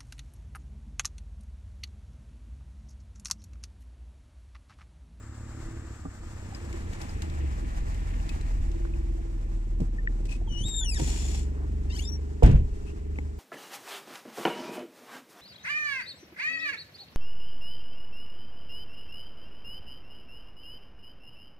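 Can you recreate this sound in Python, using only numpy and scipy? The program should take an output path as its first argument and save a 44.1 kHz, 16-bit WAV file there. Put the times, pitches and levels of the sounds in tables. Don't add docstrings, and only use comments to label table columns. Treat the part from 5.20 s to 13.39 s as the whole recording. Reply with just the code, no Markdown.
import sys
import numpy as np
from scipy import signal
from scipy.fft import rfft, irfft, next_fast_len
from scipy.io import wavfile
from scipy.ndimage import uniform_filter1d

SR = 44100
rng = np.random.default_rng(int(sys.argv[2]) if len(sys.argv) > 2 else 0)


def invert_db(x):
    u = np.asarray(x, float) / 20
    return 10 ** u


def to_wav(sig):
    pcm = np.clip(np.atleast_2d(sig), -1, 1) * 32767
    pcm = np.round(pcm).astype(np.int16)
    wavfile.write(sys.argv[1], SR, pcm.T)


N = 361179
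T = np.arange(N) / SR


def rms_one(x):
    return x / np.sqrt(np.mean(x ** 2) + 1e-20)


def in_time(rows, t=T):
    s, *columns = np.transpose(rows)
    return [np.interp(t, s, c) for c in columns]


def at_hz(points, hz):
    corner_hz, db = np.transpose(points)
    return np.interp(np.log(hz), np.log(corner_hz), db)


def span(rows):
    return slice(round(rows[0][0] * SR), round(rows[-1][0] * SR))


def gate(rows, edge_s):
    t = T[span(rows)]
    return np.clip(np.minimum(t - t[0], t[-1] - t) / edge_s, 0, 1)


def swells(rows):
    return sum(up_db * np.exp(-((T - s) / half_s) ** 2) for s, half_s, up_db in rows)


def drift(rate, size=N):
    r = np.exp(-40 * np.pi * rate / SR)
    slow = signal.lfilter([1], [1, -2 * r, r * r], rng.standard_normal(N // 20 + 4002))[4000:]
    return np.interp(np.arange(size) / 20, np.arange(len(slow)), rms_one(slow))


# frequency in Hz, share of power common to both.
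COHERENCE = [(100, 1), (500, 0.9), (900, 0.96), (1500, 0.75), (3000, 0.12), (8000, 0.1)]


def noise(spectrum, size=N, peaks=()):
    padded = next_fast_len(size)
    hz = np.maximum(np.fft.rfftfreq(padded, 1 / SR), 1)
    gain = invert_db(at_hz(spectrum, hz)) * (hz > spectrum[0][0]) * (hz < spectrum[-1][0])
    for centre_hz, width_hz, peak_db in peaks:
        detune = 2 * (hz - centre_hz) / width_hz
        gain *= np.sqrt(1 + invert_db(2 * peak_db) / (1 + detune ** 2))
    alike = np.clip(at_hz(COHERENCE, hz), 0, 1)
    shares = np.sqrt([alike, 1 - alike, 1 - alike])
    white = rfft(rng.standard_normal((3, padded)))
    out = irfft(white * shares * gain, padded)[:, :size]
    return out / np.std(out[0] + out[1])


def ports(parts, lag_ms):
    bass = signal.sosfiltfilt(signal.butter(2, 1000, fs=SR, output="sos"), parts[0])
    n, lag = np.arange(N), lag_ms * SR / 1000
    late_bass = np.interp(n - 1.706 * lag, n, bass)
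    late_treble = np.interp(n - lag, n, parts[0] - bass)
    return np.array([late_bass + late_treble + parts[1], parts[0] + parts[2]])


def strike(out, s, db, hz, t60):
    at = round(s * SR)
    t = T[:min(N - at, int(t60 * SR) + 1)]
    contact = 1 - np.exp(-t / 0.0014)
    out[at:at + len(t)] += invert_db(db - 60 * t / t60) * contact * np.sin(2 * np.pi * hz * t)


def stroke(start_s, rise_s, hold_s, fall_s, db, sag_db_per_s=10):
    end_db = db - sag_db_per_s * hold_s
    top_s = start_s + rise_s
    end_s = top_s + hold_s
    return [(start_s, db - 17.5), (top_s, db), (end_s, end_db), (end_s + fall_s, end_db - 18.5)]


def burst(rows, spectrum, grain_db, peaks=()):
    out, t = np.zeros((3, N)), T[span(rows)]
    level_db = in_time(rows, t)[0] + grain_db * drift(51, size=len(t))
    friction = noise(spectrum, size=len(t), peaks=peaks)
    out[:, span(rows)] = gate(rows, 0.014) * invert_db(level_db) * friction
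    return out


# time in seconds, firing rate of one bank in Hz.
FIRING_RATE = [(0.0, 34.9), (0.52, 36.7), (0.7, 35.4), (0.92, 32.0), (1.36, 32.2), (1.52, 30.9),
               (1.86, 26.5), (1.98, 27.1), (2.2, 24.3), (2.39, 20.3), (3.07, 20.6), (3.95, 20.0),
               (4.45, 18.5), (5.07, 19.1), (5.51, 18.7), (5.81, 21.7), (6.51, 23.6), (7.3, 24.3)]


def crankshaft():
    bank_hz, = in_time(FIRING_RATE)
    turn = 2 * np.pi * np.cumsum(bank_hz) / SR - 2.4 + .03 * drift(3)
    firing = 1 + 0.11 * np.cos(2 * turn) + 0.016 * np.cos(turn)
    return bank_hz, turn, firing


# frequency in Hz, gain in dB.
MUFFLER = [(37, 1), (42, 3.5), (48, -2.5), (56, -11.5), (62, -1.5), (70, 0.5), (105, 0), (170, -11.5)]
TAILPIPE_ORDERS = {2: 0.0, 3: 1.1, 5: -14}
FACING_ORDERS = {1: -26, 7: -13.5, 9: -16}
# middle in seconds, half length in seconds, lift in dB.
SHADED = [
    (2.2, 0.37, -7),
]
# middle in seconds, half length in seconds, lift in dB.
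CLEAR = [
    (.3, .5, 3),
    (7.0, 1.2, 3.5),
]


def exhaust_orders(bank_hz, turn, pipe_end_db, roar_db, facing):
    low = {}
    for order, db in TAILPIPE_ORDERS.items():
        low[order] = pipe_end_db + db + at_hz(MUFFLER, order * bank_hz)
    order_db = [low[2] + swells(SHADED), low[3], roar_db - 0.5, low[5]]
    dulling_db = .35 + 2.5 * facing
    order_db += [roar_db - 6 + swells(CLEAR) - dulling_db * k for k in range(9)]
    count = len(order_db)
    scatter = rng.uniform(0, 2 * np.pi, count) * (np.arange(count) > 3)
    flutter = [drift(9.0), drift(4.5)]
    out = np.zeros(N)
    for k, level_db in enumerate(order_db):
        spread = (1 - facing) * (1.076 * k * k % 6.28 + scatter[k])
        level = np.sqrt(2) * invert_db(level_db + 1.3 * flutter[k % 2])
        out += level * np.sin((k + 2) * turn + np.pi / 2 + spread)
    for order, db in FACING_ORDERS.items():
        out += np.sqrt(2) * invert_db(pipe_end_db + db) * facing ** 3.7 * np.cos(order * turn)
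    return out


# frequency in Hz, width in Hz.
PIPES = [(337, 16.3), (408, 34)]
# middle in seconds, half length in seconds, lift in dB.
DRONES = [
    (.5, 0.21, 10),
    (1.4, 0.34, 10.5),
    (3.55, .2, 11),
    (3.95, 0.47, 13),
    (5.1, 0.26, 6.5),
]


def pipes(bank_hz, turn, firing, load_db, abeam_s):
    idling = (T > abeam_s) * (.5 + .5 * np.tanh(bank_hz - 21.6)) - (T < abeam_s)
    low_db = -53 + .9 * load_db + swells(DRONES)
    high_db = -58.5 + .9 * load_db + 9.5 * uniform_filter1d(idling, size=22050)
    puffs = firing * rng.standard_normal(N)
    out = np.zeros(N)
    for (hz, width_hz), pipe_db in zip(PIPES, [low_db, high_db]):
        r = np.exp(-np.pi * width_hz / SR)
        pipe = signal.lfilter([1, 0, -1], [1, -2 * r * np.cos(2 * np.pi * hz / SR), r * r], puffs)
        out += invert_db(pipe_db - 12) * rms_one(pipe)
        nearest = np.round(hz / bank_hz)
        for order in (nearest - 1, nearest, nearest + 1):
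            detune = 2 * (order * bank_hz - hz) / width_hz
            out += invert_db(pipe_db) * np.sin(order * turn) / (1 + detune ** 2)
    return out


# frequency in Hz, level in dB per Hz.
RUMBLE = [(12, -25), (20, 3), (40, 2), (80, 0.5), (130, -16.5), (200, -40)]
ROAR = [(65, -32), (110, -2.5), (160, -6), (253, -7), (296, -9.5), (333, -1.5), (367, -11.5), (404, -13),
        (465, -9.5), (650, -24), (840, -50), (1430, -120)]
CLATTER = [(290, -39), (500, -3), (574, 3), (869, 2), (1440, -5.5), (1700, -8.5), (2210, -26), (3740, -120)]
TYRES = [(820, -31), (1400, -8), (1760, 6), (2590, -2), (3360, -8), (4500, -14.5), (5850, -51),
         (9900, -120)]
HISS = [(2060, -40.5), (3500, -8), (5330, -4.5), (6280, -5.5), (7700, -4.5), (8470, -10.5), (9260, -3),
        (11000, -18), (14800, -15.5), (15700, -20), (16200, -40)]
FAN = [(800, -25), (1200, 0.5), (1800, -7), (2600, -25), (6400, -21.5), (7600, -8.5), (8400, -22)]
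# middle in seconds, half length in seconds, lift in dB.
ROCKING = [
    (1.85, 0.19, -5),
    (3.5, 0.25, 6.5),
    (4.62, 0.11, 14),
    (5.4, 0.3, 8.5),
    (6.7, .1, 11),
    (7.38, 0.17, 17),
]


def rolling_noise(controls, roar_db, turn, firing):
    # level in dB, tailpipe, nearness, load, facing
    rumble_db = np.array([-33.5, -0.22, 1.16, 0.85, -5.5]) @ controls
    clatter_db = np.array([-53.5, 0.22, 0.88, 0.32, 1.5]) @ controls
    tyres_db = np.array([-55, 0.25, 1.09, 0.49, 3]) @ controls
    hiss_db = np.array([-60.5, 0.02, 0.77, 0.24, 2.0]) @ controls
    fan_db = np.array([-79.5, -0.07, 0.17, 0, 21]) @ controls
    out = invert_db(rumble_db + swells(ROCKING) + 1.5 * drift(7.7)) * noise(RUMBLE)
    roar = invert_db(roar_db + 3.2 - .7 * swells(CLEAR) + 1.2 * drift(12.0))
    out += roar * firing * (1 + .3 * np.cos(turn)) * noise(ROAR)
    grain = drift(13.3)
    out += invert_db(clatter_db + 5.5 + 1.75 * grain) * firing ** 0.49 * noise(CLATTER)
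    out += invert_db(tyres_db + 0.73 * grain + 1.2 * drift(40)) * noise(TYRES)
    out += invert_db(hiss_db + 1.74 * grain) * noise(HISS)
    out += invert_db(fan_db + 0.97 * grain) * noise(FAN)
    return out


# time in seconds, tailpipe level in dB, load in dB.
EFFORT = [(0, -47, -2.5), (.5, -45.5, 3), (.95, -49.5, -2), (1.4, -45, 0), (1.95, -46, 2.5),
          (2.2, -30.5, -3), (2.7, -36, -1), (3.2, -35, -1), (4.0, -32, -2), (5.0, -30, 1.5), (5.7, -34, 3),
          (5.85, -31, 7.5), (6.2, -32.5, 4.5), (6.5, -31.5, 3.5), (7.1, -35, 3), (7.6, -39.5, 3.5),
          (7.95, -34.5, 3.5), (8.19, -39.5, 0)]
# time in seconds, nearness in dB, left port lag in milliseconds.
PASS = [(0, -11.5, 0.072), (.43, -7.5, 0.11), (.82, -9, 0.15), (1.1, -4.5, 0.17), (1.81, 0.5, 0.31),
        (2.5, -1, 0.43), (3.16, 0, 0.42), (3.52, -4, 0.39), (3.9, -7, 0.37), (4.5, -11, 0.33),
        (6.5, -11.5, 0.34), (8.19, -11, 0.36)]


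def van():
    abeam_s, turning_s = 2.04, 0.7
    bank_hz, turn, firing = crankshaft()
    pipe_end_db, load_db = in_time(EFFORT)
    near_db, lag_ms = in_time(PASS)
    facing = .5 - .5 * np.tanh((T - abeam_s) / turning_s)
    controls = np.array([np.ones(N), pipe_end_db + 30, near_db, load_db, facing])
    roar_db = np.array([-43.5, .5, 0.7368, 1, 1.9]) @ controls
    out = rolling_noise(controls, roar_db, turn, firing)
    out[0] += exhaust_orders(bank_hz, turn, pipe_end_db, roar_db, facing)
    out[0] += pipes(bank_hz, turn, firing, load_db, abeam_s)
    out += stones()
    return ports(out, np.clip(lag_ms, 0, 1))


# start in seconds, peak in dB, frequency in Hz, t60 in seconds.
KNOCKS = [(0.851, -34, 268, 0.1), (0.851, -32.5, 169, 0.098), (1.54, -34.5, 358, 0.058),
          (1.731, -34, 153, 0.06), (4.601, -23.5, 204, 0.061), (4.615, -18.5, 154, 0.07),
          (5.408, -24, 111, 0.082), (5.45, -24.5, 110, 0.09), (5.795, -28, 320, 0.15),
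          (5.815, -22, 138, 0.098), (7.986, -23.5, 283, 0.035)]


def knocks(out):
    for s, level_db, hz, t60 in KNOCKS:
        for ratio, drop_db in [(1, -2), (1.6, 3), (2.9, 6.5), (4.7, 20)]:
            strike(out, s, level_db - drop_db, ratio * hz, t60 / ratio ** .4)


# start in seconds, peak in dB, frequency in Hz, t60 in seconds.
PINGS = [(1.324, -38.5, 795, 0.058), (3.651, -29.5, 1110, 0.0089), (3.651, -29, 1430, 0.0087),
         (.853, -44, 630, 0.065), (1.347, -40, 5030, .03), (7.224, -15, 500, 0.053),
         (5.797, -33.5, 700, 0.05), (3.094, -41, 2560, .05), (.853, -38, 1190, .04), (3.988, -47, 700, .08),
         (4.783, -36.5, 1820, 0.064), (4.873, -15.5, 1843, 0.017), (5.093, -40, 2540, .04),
         (5.118, -42, 2560, .06), (5.214, -39, 700, 0.04), (5.274, -41, 894, 0.06), (5.54, -54, 1720, .2),
         (5.605, -49.5, 906, 0.27), (5.61, -47.5, 1510, 0.17), (5.635, -45, 1850, 0.12),
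         (7.986, -23.5, 2110, 0.012), (7.957, -43, 2500, 0.014), (1.528, -36, 2200, .012),
         (3.212, -43, 4000, .012), (3.737, -39, 2500, .015), (3, -39, 2700, .01), (1.893, -41, 5000, .02)]


def small_parts(out):
    for s, level_db, hz, t60 in PINGS:
        strike(out, s, level_db + 3.5, hz, t60)


# start in seconds, peak in dB.
TICKS = [(1.347, -44), (1.5279, -43), (1.733, -41.5), (1.8157, -36.5), (2.0203, -33.5), (2.0986, -46),
         (2.7443, -45), (3.0918, -37), (3.2106, -45), (3.5154, -47), (4.6034, -46.5), (5.0545, -43),
         (5.094, -48.5), (5.7986, -35), (5.9614, -38), (7.2298, -40), (7.2343, -36), (7.2617, -37),
         (7.3141, -45), (7.9877, -52)]


def stones():
    size, t60_s = 4096, 0.038
    grit = noise([(1500, 2.0), (8000, -3.5), (15500, -19.0)], size=len(TICKS) * size)
    out, t = np.zeros((3, N)), T[:size]
    for k, (s, level_db) in enumerate(TICKS):
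        at = round(s * SR)
        grain = grit[:, k * size:(k + 1) * size]
        out[:, at:at + size] += grain * invert_db(level_db - 4.5 - 60 * t / t60_s)
    return out


# frequency in Hz, level in dB per Hz.
CLOTH = [(350, -41), (600, -0.5), (790, 4), (1350, -11), (1930, -4.5), (3480, -8), (3830, -8.5),
         (5870, -6.5), (6290, -9.5), (7110, -11), (8390, -6), (14500, -28), (16000, -54)]
# start, rise, hold and fall in seconds, level in dB.
PEELS = [
    (5.035, 0.031, 0.0046, 0.016, -57),
    (5.36, 0.033, 0.0081, 0.043, -54.5),
    (5.45, 0.035, 0.0044, 0.04, -47),
    (6.679, 0.1, .05, .07, -52),
    (7.52, 0.023, 0.012, .06, -62.5),
]


def seal_peels():
    return sum(burst(stroke(*row), CLOTH, 1.5) for row in PEELS)


# start, rise, hold and fall in seconds, level in dB.
RUBS = [
    (5.073, 0.044, .01, 0.064, -46.5),
    (5.725, 0.07, 0.39, 0.094, -42),
    (7.617, 0.064, .03, .04, -60.5),
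]
# frequency in Hz, width in Hz, peak in dB.
RUBBED = [
    [(2544, 34, 20.5)],
    [(2460, 37, 4), (3420, 28, 11), (5420, 45, 9.5), (5700, 29, 0), (5760, 45, 8), (6960, 110, 16),
     (7300, 90, 10.5), (7700, 42, 4), (2840, 120, -1), (4300, 31, 7), (8950, 71, 5), (13500, 2500, 4)],
    [(2650, 190, 17)],
]


def cloth_rubs():
    return sum(burst(stroke(*row), CLOTH, 1.6, peaks) for row, peaks in zip(RUBS, RUBBED))


# frequency in Hz, gain in dB.
HINGE_BODY = [(900, -17), (2000, -5), (2900, -1), (3700, -6.5), (4600, -1), (5400, 3), (6300, -7),
              (7600, -4.5), (9300, -7), (11000, -22), (15500, -32)]
# frequency in Hz, gain in dB.
HINGE_SHADOW = [(2000, -1), (2900, -11), (3600, -3), (4200, -5), (5600, -6), (7300, -3), (9000, 0)]


def squeal(rows, waver, throb_db, count):
    out, t = np.zeros((3, N)), T[span(rows)]
    size = len(t)
    hz, level_db, harsh_db = in_time(rows, t)
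    turn = 2 * np.pi * np.cumsum(hz * (1 + waver * drift(220, size=size))) / SR
    for k in range(1, count + 1):
        throb = throb_db * drift(93, size=size)
        db = 5 + level_db + harsh_db * (k - 1.5) + at_hz(HINGE_BODY, k * hz) + throb
        line = gate(rows, .002) * invert_db(db) * np.sin(k * turn) * (k * hz < 15500)
        shade = invert_db(at_hz(HINGE_SHADOW, k * hz) + 3 * drift(60, size=size))
        out[0, span(rows)] += line
        out[2, span(rows)] += (shade - 1) * line
    return out


# time in seconds, slip rate in Hz, level in dB, harshness in dB per multiple.
OPENING = [
    [(5.27, 3350, -71, -12), (5.3, 3000, -55, -8), (5.37, 2902, -50, -10), (5.42, 3030, -44.5, -1.5),
     (5.446, 3210, -53, 2.5)],
    [(5.43, 3290, -53, -4), (5.455, 3720, -41, -6), (5.49, 3805, -39, 1), (5.515, 3694, -39, -4.5),
     (5.59, 3683, -33.5, -1.5), (5.635, 3435, -38, -4), (5.658, 3340, -52, -3)],
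]
SLOWING = [
    [(5.643, 3060, -47, 2), (5.662, 2950, -44, -1), (5.68, 2830, -48, 3), (5.7, 2690, -43, 4),
     (5.708, 2670, -46, 4)],
    [(5.709, 2620, -48, 3), (5.727, 2470, -45, 3), (5.734, 2400, -49, 4), (5.75, 2270, -48, 4)],
    [(5.743, 1990, -46, -2), (5.765, 1850, -43, -2), (5.778, 1690, -46, -2), (5.79, 1560, -56, 1)],
]


def hinge_opens():
    out = sum(squeal(rows, .0045, 2.5, count=4) for rows in OPENING)
    return out + sum(squeal(rows, .004, 3, count=5) for rows in SLOWING)


def brief_swell():
    clatter_swell = stroke(start_s=6.3, rise_s=.07, hold_s=.06, fall_s=.1, db=-54)
    roar_swell = stroke(start_s=6.33, rise_s=.04, hold_s=.07, fall_s=.06, db=-46)
    return burst(clatter_swell, CLATTER, 1.8) + burst(roar_swell, ROAR, 1.8)


# time in seconds, slip rate in Hz, level in dB, harshness in dB per multiple.
CLOSING = [
    [(6.696, 905, -55, -2), (6.72, 930, -52, -2), (6.725, 1015, -53, -2), (6.75, 1030, -51, -2)],
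    [(6.748, 1470, -53, -1), (6.764, 1540, -51, -1), (6.77, 1720, -50, -1), (6.78, 1800, -53, -1),
     (6.788, 2200, -48, -.5), (6.802, 2300, -52, -.5)],
    [(6.792, 2760, -49, -6), (6.815, 3150, -48, 0), (6.835, 3520, -48, -1), (6.856, 3670, -43, -4),
     (6.866, 3660, -58, -3), (6.88, 3640, -64, -6), (6.9, 3620, -70, -10)],
]
WHISTLE = [
    [(6.85, 5010, -52, -4), (6.857, 5060, -49, -4), (6.866, 5200, -58, -2), (6.873, 5370, -46, -4),
     (6.884, 5560, -48, -4), (6.892, 5680, -45, -3), (6.912, 5760, -54, -2)],
    [(6.916, 5670, -50, -1), (6.923, 5654, -44, -2), (6.96, 5628, -53, -5), (6.978, 5627, -70, -5)],
]


def hinge_closes():
    out = sum(squeal(rows, .008, 4, count=12) for rows in CLOSING)
    return out + sum(squeal(rows, .004, 2, count=2) for rows in WHISTLE)


# frequency in Hz, level in dB per Hz.
SEAL = [(6000, -20), (8000, 0), (11000, -3), (15000, -6), (15800, -25)]


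def seal_hiss():
    return burst(stroke(start_s=6.71, rise_s=.06, hold_s=.04, fall_s=.05, db=-58), SEAL, 1.8)


# start in seconds, level in dB, hardness in dB per octave.
SLAM = [
    (7.224, -31, 10.5),
    (7.230, -30, 5),
    (7.2365, -6.5, -1),
    (7.273, -27, 1.5),
    (7.345, -16, -3),
]
# frequency in Hz, level in dB, t60 in seconds.
PANEL = [(21.66, -17, 1.4), (44.6, -5, 0.6), (53, 3.5, 0.2), (70.6, -9, 0.45), (104.4, -4.5, 0.35),
         (135, -7, 0.3), (193.5, -6.5, 0.14), (244.4, -16, 0.2), (322, -24, 0.36), (466, -6, 0.065),
         (600, -15, .08), (709, -16, 0.11), (875, -26, 0.13)]


def slam(out):
    for s, blow_db, hard_db in SLAM:
        for hz, level_db, t60 in PANEL:
            strike(out, s, blow_db + level_db + hard_db * np.log2(hz / 100), hz, t60)


# frequency in Hz, level in dB per Hz.
BOOM = [(65, -20), (110, 0), (150, -2), (211, -8), (291, -16), (350, -19.5), (463, -17.5), (1300, -46),
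        (1690, -72), (2860, -120)]
RATTLE = [(590, -25), (1000, -2), (1290, -6), (1500, -0.5), (2710, -8), (4410, -19), (7440, -23.5),
          (11400, -34), (14800, -41), (16000, -60)]


def shudder():
    start_s = 7.222
    boom = stroke(start_s, rise_s=.022, hold_s=.2, fall_s=.04, db=-14, sag_db_per_s=117)
    rattle = stroke(start_s, rise_s=.014, hold_s=.15, fall_s=.04, db=-37, sag_db_per_s=125)
    crack = stroke(start_s, rise_s=.014, hold_s=.053, fall_s=.04, db=-45, sag_db_per_s=620)
    return burst(boom, BOOM, 1.6) + burst(rattle, RATTLE, 1.6) + burst(crack, HISS, 1.6)


def door():
    out = seal_peels() + cloth_rubs() + hinge_opens() + brief_swell()
    out += hinge_closes() + seal_hiss() + shudder()
    knocks(out[0])
    small_parts(out[0])
    slam(out[0])
    return ports(out, lag_ms=0.277)


def scene():
    return van() + door()


# frequency in Hz, width in Hz, gain in dB.
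LEFT_PORT = [(734, 524, -11.5), (2320, 5450, 5), (2745, 440, 2), (7920, 2920, 8.5), (9570, 1350, -6.5),
             (10250, 3800, -6)]


def left_port(x):
    for hz, width_hz, gain_db in LEFT_PORT:
        w, g = 2 * np.pi * hz / SR, invert_db(gain_db / 2)
        q = np.tan(np.pi * width_hz / SR)
        x = signal.lfilter([1 + q * g, -2 * np.cos(w), 1 - q * g], [1 + q / g, -2 * np.cos(w), 1 - q / g], x)
    return x * invert_db(0.04)


def top_cut(x):
    return signal.sosfilt(signal.butter(12, 16250, fs=SR, output="sos"), x)


def record(dry):
    both = np.array([left_port(dry[0]), dry[1]])
    rounded = .95 * np.tanh(both / .95)
    mix = signal.sosfilt(signal.cheby2(12, 60, 16350, fs=SR, output="sos"), rounded)
    return top_cut(mix)


dry = scene()
out = record(dry)
to_wav(out)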